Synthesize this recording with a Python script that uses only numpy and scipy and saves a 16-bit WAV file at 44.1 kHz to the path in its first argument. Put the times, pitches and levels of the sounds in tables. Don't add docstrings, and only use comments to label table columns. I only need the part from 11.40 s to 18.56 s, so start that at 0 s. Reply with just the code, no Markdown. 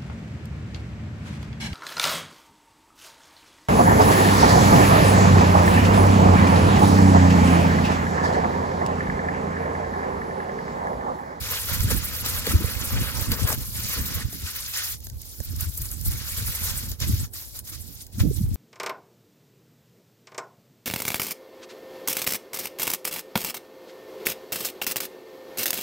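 import sys
import numpy as np
from scipy import signal
from scipy.fft import rfft, irfft
from scipy.io import wavfile
from scipy.ndimage import uniform_filter1d

SR = 44100
rng = np.random.default_rng(int(sys.argv[2]) if len(sys.argv) > 2 else 0)


def master_out(mix):
    frames = np.transpose(np.atleast_2d(mix))
    ceiling = np.clip(frames, -1, 1)
    pcm = np.round(ceiling * 32767).astype(np.int16)
    wavfile.write(sys.argv[1], SR, pcm)


N = 315691

# f/Hz, relative level/dB
CREASE_COLOUR = [(1500, -4), (2600, -11), (3800, 1), (5300, 5.5), (7400, 4), (8600, -33), (11000, 4)]
# f/Hz, relative level/dB
PANEL_COLOUR = [(250, -24.5), (480, -2.5), (700, -9.5), (1000, -3), (1400, 2), (2100, 2), (3100, 3.5),
                (5000, 11)]
# f/Hz, relative level/dB
FINE_COLOUR = [(5000, -16), (7500, -2), (8700, -3), (11000, 0.5), (13500, 5), (16000, -1.5)]


def foil():
    # t/s, creasing level/dB, panel level/dB re creasing,
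    # extra level of the deepest panels/dB
    hands = [(0.0, -39, -5, 2), (0.08, -37.5, -2, -1.5), (1.2, -39.5, 1, 1), (2.1, -41.5, 0, 5.5),
             (2.18, -43, -4.5, 5), (2.32, -44, -12, 5), (2.4, -38, -2, -4), (2.8, -43.5, 3.5, 0.5),
             (2.88, -47.5, -2.5, -11), (3.05, -41, -4.5, -6.5), (3.4, -41.5, -0.5, -13.5),
             (3.54, -38, -5.5, -12), (3.6, -50, -28, 17), (4.1, -46.5, -8, -5), (4.62, -47.5, -14, 0),
             (4.75, -40.5, -3, -4.5), (5.3, -37, -2.5, -3.5), (5.5, -43, -7.5, 0.5), (5.85, -43, -4.5, -4),
             (6.1, -50.5, -16.5, 1), (6.75, -50, -9, -9), (7.16, -49.5, -23, -3)]
    # start t/s, hold/s, creasing level/dB, panel level/dB and fizz level/dB re creasing
    squeezes = [(0.038, 0.12, -42, 2.5, -5), (0.103, 0.077, -39, 5.5, -9), (0.29, 0.064, -35, 1, 2.5),
                (0.508, 0.012, -29.5, 1.5, 6.5), (0.854, 0.14, -38.5, -0.5, 7),
                (0.856, 0.033, -35, -3.5, -6), (1.062, 0.06, -36, 3.5, 4.5), (1.272, 0.026, -40, 3, -2),
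                (1.408, 0.016, -39, 1, 4), (1.476, 0.068, -40, -5, -1), (1.539, 0.16, -46, 9.5, 9),
                (1.753, 0.097, -37, -4, 3), (1.92, 0.022, -37, 2, 8), (1.991, 0.049, -39, 0.5, 3),
                (2.074, 0.032, -38, 6.5, 12), (2.12, 0.016, -36.5, 1.5, 8.5),
                (2.208, 0.025, -42.5, -8.5, 7), (2.348, 0.031, -39.5, -7, 9),
                (2.432, 0.16, -36.5, -22, 1.5), (2.5, 0.085, -40.5, 3.5, 5), (2.66, 0.11, -38.5, -25, 2),
                (2.778, 0.048, -40.5, 0, -3), (2.933, 0.024, -43.5, -18, -11),
                (3.06, 0.036, -38, -0.5, 1.5), (3.156, 0.04, -40, -1, -12), (3.224, 0.04, -39, -21, -1),
                (3.339, 0.084, -32.5, -2, -2), (3.428, 0.051, -37.5, -2, -8),
                (4.198, 0.051, -40.5, -2.5, 5.5), (4.378, 0.0074, -50, 1.5, 19),
                (4.412, 0.053, -46, -4.5, 10), (4.515, 0.015, -51.5, 4, 19), (4.657, 0.018, -39, -11, 11),
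                (4.712, 0.013, -44.5, 0, 13), (4.952, 0.049, -40, -6, -10), (5.252, 0.047, -35.5, -3, 2),
                (5.614, 0.031, -33.5, -3, -0.5), (5.668, 0.063, -40.5, -17, 4),
                (5.748, 0.053, -40.5, -28, -2), (5.948, 0.09, -45.5, -7.5, 4), (6.152, 0.022, -44.5, -7, 3),
                (6.188, 0.0089, -39, -7, 5), (6.276, 0.024, -44, -7, 5), (6.326, 0.03, -42.5, -7, 0),
                (6.608, 0.019, -42.5, -15, 0), (6.803, 0.0042, -33.5, -1, 0),
                (6.963, 0.0066, -41.5, -17, 5.5)]
    touch_db, flex_db, deep_db = columns(hands)
    top_db, top_flex_db, top_fizz_db = np.transpose(squeezes)[2:]

    def squeezed(base_db, tops_db):
        return gain_of(topped(base_db, squeezes, tops_db, rise_db_per_s=1087, fall_db_per_s=595))

    fizz_db = 4.5 + 2.5 * drift(12, channels=1)[0]
    crease_gain = squeezed(touch_db, top_db)
    panel_gain = squeezed(touch_db + flex_db, top_db + top_flex_db)
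    fizz_gain = squeezed(touch_db + fizz_db, top_db + top_fizz_db)

    creases = buckles(2200, 9000, per_s=3200, spread_db=3.0, t60=0.045, clump_db=1.5, clump_hz=24, share=0.25)
    fizz = buckles(7500, 16000, per_s=3000, spread_db=2.8, t60=0.055, clump_db=4.6, clump_hz=22, share=0.25)
    panels = buckles(361, 3300, per_s=1500, spread_db=1.8, t60=0.055, clump_db=1.2, clump_hz=12.4, share=0.78)
    creases = steadied(coloured(creases, CREASE_COLOUR), 0.1)
    fizz = steadied(coloured(fizz, FINE_COLOUR), 0.07)
    panels = steadied(coloured(panels, PANEL_COLOUR), 0.082)

    deep = signal.sosfiltfilt(signal.butter(2, 1150, fs=SR, output="sos"), panels)
    panels = panels + (gain_of(deep_db) - 1) * deep

    crumple = gain_of(0.2 * drift(46.2, channels=1))
    rustle = crease_gain * creases + fizz_gain * fizz + panel_gain * panels
    return pauses() * crumple * rustle


def buckles(low_hz, high_hz, per_s, spread_db, t60, clump_db, clump_hz, share, count=20):
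    clicks = rng.random(N) < per_s / SR
    size = clicks * gain_of(spread_db * np.minimum(rng.exponential(1, N), 5))
    patch = rng.integers(0, count, N)
    shiver = rng.standard_normal((3, N))
    out = np.zeros((3, N))
    clumps = gain_of(clump_db * drift(clump_hz, channels=count // 4))
    decay_power = burst(t60, np.ones(3000)) ** 2
    for k, hz in enumerate(np.geomspace(low_hz, high_hz, count)):
        click_power = (size * clumps[k // 4] * (patch == k)) ** 2
        power = signal.oaconvolve(click_power, decay_power)[:N]
        rattle = np.sqrt(abs(power) / hz) * np.roll(shiver, rng.integers(N), 1)
        out += signal.lfilter(*signal.iirpeak(hz, 5, SR), rattle)
    return at_ports(out[0], out[1:], share)


def pauses():
    # start t/s, hold/s, level change/dB
    stops = [(3.595, 0.0064, -12), (3.717, 0.068, -9.5), (3.984, 0.0055, -5), (5.571, 0.012, -16.5),
             (5.897, 0.023, -21), (6.211, 0.023, -11), (6.659, 0.055, -12), (7.073, 0.043, -8.5)]
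    sink_s, spring_s = 0.046, 0.019
    t = np.arange(N) / SR
    total_db = np.zeros(N)
    for s, hold, db in stops:
        total_db += np.interp(t, [s - sink_s, s, s + hold, s + hold + spring_s], [0, db, db, 0])
    return gain_of(total_db)


def snaps():
    # t/s, drive level/dB, then panel body, thud and fizz level/dB re drive
    folds = [(0.405, -20, 31, -32, -2), (0.5121, -31, 8, 3.5, -7), (0.86, -18.5, 11, -12, 11),
             (1.0668, -21, 35, -11, 13), (1.4119, -27, 22, -15, 1), (1.917, -18.5, 34.5, -19, 6),
             (2.0747, -18.5, 15, -31, 10), (2.102, -29, 12, -6, 0), (2.1273, -14.5, 21, -18, 2),
             (2.9272, -22.5, -7, -17.5, -6), (3.3725, -16.5, 25, -40, 0), (3.603, -34, -5, -31, 9),
             (3.6682, -24.5, 21, -16.5, -9), (3.699, -25, -14, -33, -14), (3.816, -29, 8, -25, 14),
             (4.002, -23, 18, -12, -8), (4.161, -30.5, -5, -40, 16), (4.2067, -21, -18, -32, 17),
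             (4.3752, -27, 20, -25, 13), (4.4164, -23.5, -14, -43, 17), (4.4553, -22, -10, -43, -6),
             (4.5142, -25, 10, -18, 17), (4.6113, -28, -7, -30, 15), (4.6584, -21, -8, -19, 4),
             (4.718, -20, 19, -28, -4), (5.516, -17.5, -6, -28, -2), (5.602, -17, 10, -23, -3),
             (5.935, -29.5, -12, -14.5, 15.5), (6.19, -24.5, -13, -31, 13.5), (6.666, -31, -15, -32, 6),
             (6.7992, -23, 7, -9, 7), (7.142, -36.5, -10, -25, 22)]
    # f/Hz, relative level/dB
    thud_colour = [(120, -29), (250, 2.5), (450, -7.5), (850, -10), (1200, -32), (1700, -45), (2600, -37)]
    t60, length = 0.015, 4000
    crease, panel, fine, thud = layers = np.zeros((4, 3, N + length))
    for s, db, body_db, thud_db, fizz_db in folds:
        draws = rng.standard_normal((3, length))
        at = round(s * SR)
        span = slice(at, at + length)
        rattle = burst(t60, draws, rise_s=0.0007)
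        crease[:, span] += gain_of(db - 6.5) * rattle
        panel[:, span] += gain_of(db + body_db - 29.5) * rattle
        fine[:, span] += gain_of(db + fizz_db) * burst(t60, draws, rise_s=0.008)
        crease[:, at + 20] += gain_of(db + 2)
        fine[:, at + 20] += gain_of(db + 2)
        thud[:, at + 40:at + 240:40] += gain_of(db + thud_db + 13) * np.sign(draws[:, :5])
    colours = (CREASE_COLOUR, PANEL_COLOUR, FINE_COLOUR, thud_colour)
    fold = sum(coloured(x, colour) for x, colour in zip(layers, colours))
    return at_ports(fold[0], fold[1:], share=0.97)


def burst(t60, draws, rise_s=0.0037):
    t = np.arange(draws.shape[-1]) / SR
    return draws * (1 - np.exp(-t / rise_s)) * gain_of(-60 * t / t60)


def at_ports(near, scattered, share):
    lag_s = 0.00012
    hz = np.fft.rfftfreq(N, 1 / SR)
    turns = np.minimum(hz * lag_s, 1)
    right = irfft(rfft(near) * np.exp(-2j * np.pi * turns), N)
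    return np.sqrt(share) * np.array([near, right]) + np.sqrt(1 - share) * scattered


def wind():
    # t/s, rumble level/dB, flutter level/dB, left minus right/dB
    breeze = [(0.0, -33.5, -46.5, -2), (0.2, -40, -51, -9), (0.45, -26.5, -37, 2.5), (0.62, -37, -43, -16),
              (0.75, -34.5, -45.5, 1.5), (1.15, -35, -45, -5), (1.4, -41, -36.5, -23),
              (1.57, -23.5, -56, 5), (1.72, -32.5, -38.5, -37), (1.95, -36, -38, 18), (2.3, -36, -50, -4),
              (2.75, -38, -40.5, 0), (3.05, -42.5, -52, -8), (3.3, -44, -73, -28), (3.72, -39, -60, 4),
              (3.9, -44.5, -67, -56), (4.2, -42, -66, 27), (4.6, -33, -48.5, -22), (5.0, -38, -54, -7),
              (5.5, -34, -44.5, -3), (5.58, -43, -63, -19), (5.72, -26, -37, -2), (5.9, -43.5, -60, -15),
              (6.1, -45.5, -69, 12), (6.4, -40, -49, -36), (6.72, -49.5, -64, -10), (6.8, -27, -32.5, -40),
              (7.16, -24.5, -41, 12)]
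    # start t/s, hold/s, rumble level/dB, flutter level/dB re rumble, left minus right/dB
    buffets = [(0.315, 0.012, -25.5, -12, -18), (0.394, 0.014, -22.5, -18, -17),
               (0.514, 0.07, -22, -9.5, -14), (0.94, 0.022, -32, -19, -9), (1.088, 0.13, -30, -1, -0.5),
               (1.16, 0.045, -34, -5, -2), (1.248, 0.018, -20.5, -15, -14), (1.346, 0.069, -29.5, -21, -22),
               (1.527, 0.094, -24.5, -9, -2), (1.775, 0.061, -31, -24, -25), (1.885, 0.043, -22.5, -5, -5),
               (2.021, 0.029, -21, -32, 19), (2.104, 0.033, -30, -23, 24), (2.178, 0.048, -31, -10, -12),
               (2.37, 0.055, -34.5, -28, -4), (2.578, 0.047, -28.5, -7, 0),
               (2.759, 0.024, -24.5, -14.5, -6), (2.852, 0.009, -21, -32, -9), (3.027, 0.022, -29, -21, 5),
               (3.736, 0.035, -34, -22, -4), (3.997, 0.0095, -27, -13, -29),
               (4.078, 0.16, -30.5, -18.5, -8), (4.273, 0.012, -24, -22.5, 6),
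               (4.413, 0.009, -26.5, -30, 2), (4.666, 0.04, -23.5, -26, -1), (4.741, 0.0099, -27, -10.5, 2),
               (4.983, 0.12, -29.5, -20, -1), (5.234, 0.011, -28, -30, 0), (5.28, 0.086, -36, -30, -9),
               (5.508, 0.02, -30, -16, 1), (5.617, 0.023, -25.5, -14.5, -7),
               (5.67, 0.046, -24.5, -8.5, 0.5), (5.786, 0.057, -26, -18, 2),
               (6.365, 0.025, -35.5, -29, -43), (6.759, 0.02, -29.5, -16, 7), (6.838, 0.05, -24, -0.5, -7),
               (7.08, 0.012, -27, -12, -21)]
    # f/Hz, relative level/dB
    rumble_colour = [(15, -21), (30, -19), (55, -4), (75, -0.5), (110, -6), (150, -19), (250, -43)]
    flutter_colour = [(90, -14), (140, 2.5), (220, 4.5), (330, -4), (480, -20), (650, -28), (1000, -46)]
    rumble_db, flutter_db, lean_db = columns(breeze)
    top_db, top_flutter_db, top_lean_db = np.transpose(buffets)[2:]

    def port_gains(base_db, tops_db):
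        ports = zip(leaning(lean_db), leaning(top_lean_db))
        return gain_of([topped(base_db + port, buffets, tops_db + top_port, rise_db_per_s=900, fall_db_per_s=696)
                        for port, top_port in ports])

    roll = eddies(rumble_colour, steady_s=0.032, lump_db=2.07, lump_hz=21.2, share=0.21)
    flutter = eddies(flutter_colour, steady_s=0.03, lump_db=4.9, lump_hz=23.5, share=0.51)
    crests = roll ** 2 - uniform_filter1d(roll ** 2, 1200)
    rumble = evened(roll + 0.17 * crests)
    return port_gains(rumble_db, top_db) * rumble + port_gains(flutter_db, top_db + top_flutter_db) * flutter


def eddies(points, steady_s, lump_db, lump_hz, share):
    both, left, right = rng.standard_normal((3, N))
    air = np.sqrt(share) * both + np.sqrt(1 - share) * np.array([left, right])
    lumps = gain_of(lump_db * drift(lump_hz, channels=2))
    return evened(steadied(coloured(air, points), steady_s) * lumps)


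def puffs():
    # centre t/s, f/Hz, level/dB
    knocks = [(0.453, 97, -13), (0.518, 470, -27), (1.157, 74, -6), (2.05, 98, -14.5), (5.7, 200, -19),
              (5.741, 95, -11), (6.815, 89.5, -8), (6.875, 141, -20), (6.904, 125, -16.5),
              (7.014, 179, -16), (7.041, 104, -14), (1.075, 460, -21.5), (1.14, 300, -21),
              (1.244, 470, -29), (1.287, 485, -33), (6.784, 203, -23.5), (6.839, 275, -22.5),
              (6.855, 437, -35), (6.913, 402, -22.5)]
    t = np.arange(N) / SR
    out = np.zeros((2, N))
    for s, hz, db in knocks:
        cycles = 3.27 * np.sqrt(hz / 400)
        swell = np.exp(-(2 * hz * (t - s) / cycles) ** 2)
        turn = rng.uniform(0, 0.57, (2, 1))
        out += gain_of(db) * swell * np.sin(2 * np.pi * (hz * (t - s) + turn))
    return out


def flames():
    # f/Hz, relative level/dB
    fire_colour = [(60, -15), (250, 31), (500, 22), (900, 17), (2000, -16), (4000, -102), (9000, -25),
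                   (16000, 19.5)]
    roar = rng.standard_normal((2, N)) + rng.standard_normal(N)
    return gain_of(-58) * evened(coloured(roar, fire_colour))


def gain_of(db):
    return 10 ** (np.asarray(db) / 20)


def evened(x):
    return x / np.sqrt(np.mean(x ** 2) + 1e-20)


def steadied(x, steady_s):
    size = round(steady_s * SR)
    power = uniform_filter1d(uniform_filter1d(x ** 2, size), size)
    return x / np.sqrt(abs(power) + 1e-9)


def columns(rows):
    s, *rest = np.transpose(rows)
    return [np.interp(np.arange(N) / SR, s, c) for c in rest]


def coloured(x, points):
    f, db = np.transpose(points)
    hz = abs(np.fft.fftfreq(8192, 1 / SR))
    curve_db = np.interp(np.log(hz + 1), np.log(f), db, left=-80, right=db[-1] - 15)
    log_gain = np.log(gain_of(curve_db))
    taps = np.fft.ifft(np.exp(np.conj(signal.hilbert(log_gain)))).real[:4096]
    taps /= np.linalg.norm(taps)
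    return signal.oaconvolve(x, taps[None], axes=1)[:, :N]


def drift(hz, channels):
    b, a = signal.butter(2, hz, fs=SR)
    return evened(signal.lfilter(b, a, rng.standard_normal((channels, N))))


def topped(base_db, rows, tops_db, rise_db_per_s, fall_db_per_s):
    t = np.arange(0, N / SR, 0.002)
    start, hold = np.transpose(rows)[:2, :, None]
    before_db = np.maximum(rise_db_per_s * (start - t), 0)
    after_db = np.maximum(fall_db_per_s * (t - start - hold), 0)
    power = (gain_of(tops_db[:, None] - before_db - after_db) ** 2).sum(0)
    return 10 * np.log10(gain_of(base_db) ** 2 + np.interp(np.arange(N) / SR, t, power))


def leaning(lean_db):
    ports = gain_of([lean_db / 2, -lean_db / 2])
    return 10 * np.log10(ports ** 2 / (ports ** 2).mean(0))


def scene():
    return foil() + snaps() + wind() + puffs() + flames()


def record(dry):
    taps = signal.firwin(511, 16100, window=("kaiser", 9), fs=SR)
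    return signal.oaconvolve(dry, taps[None], "same")


dry = scene()
out = record(dry)
master_out(out)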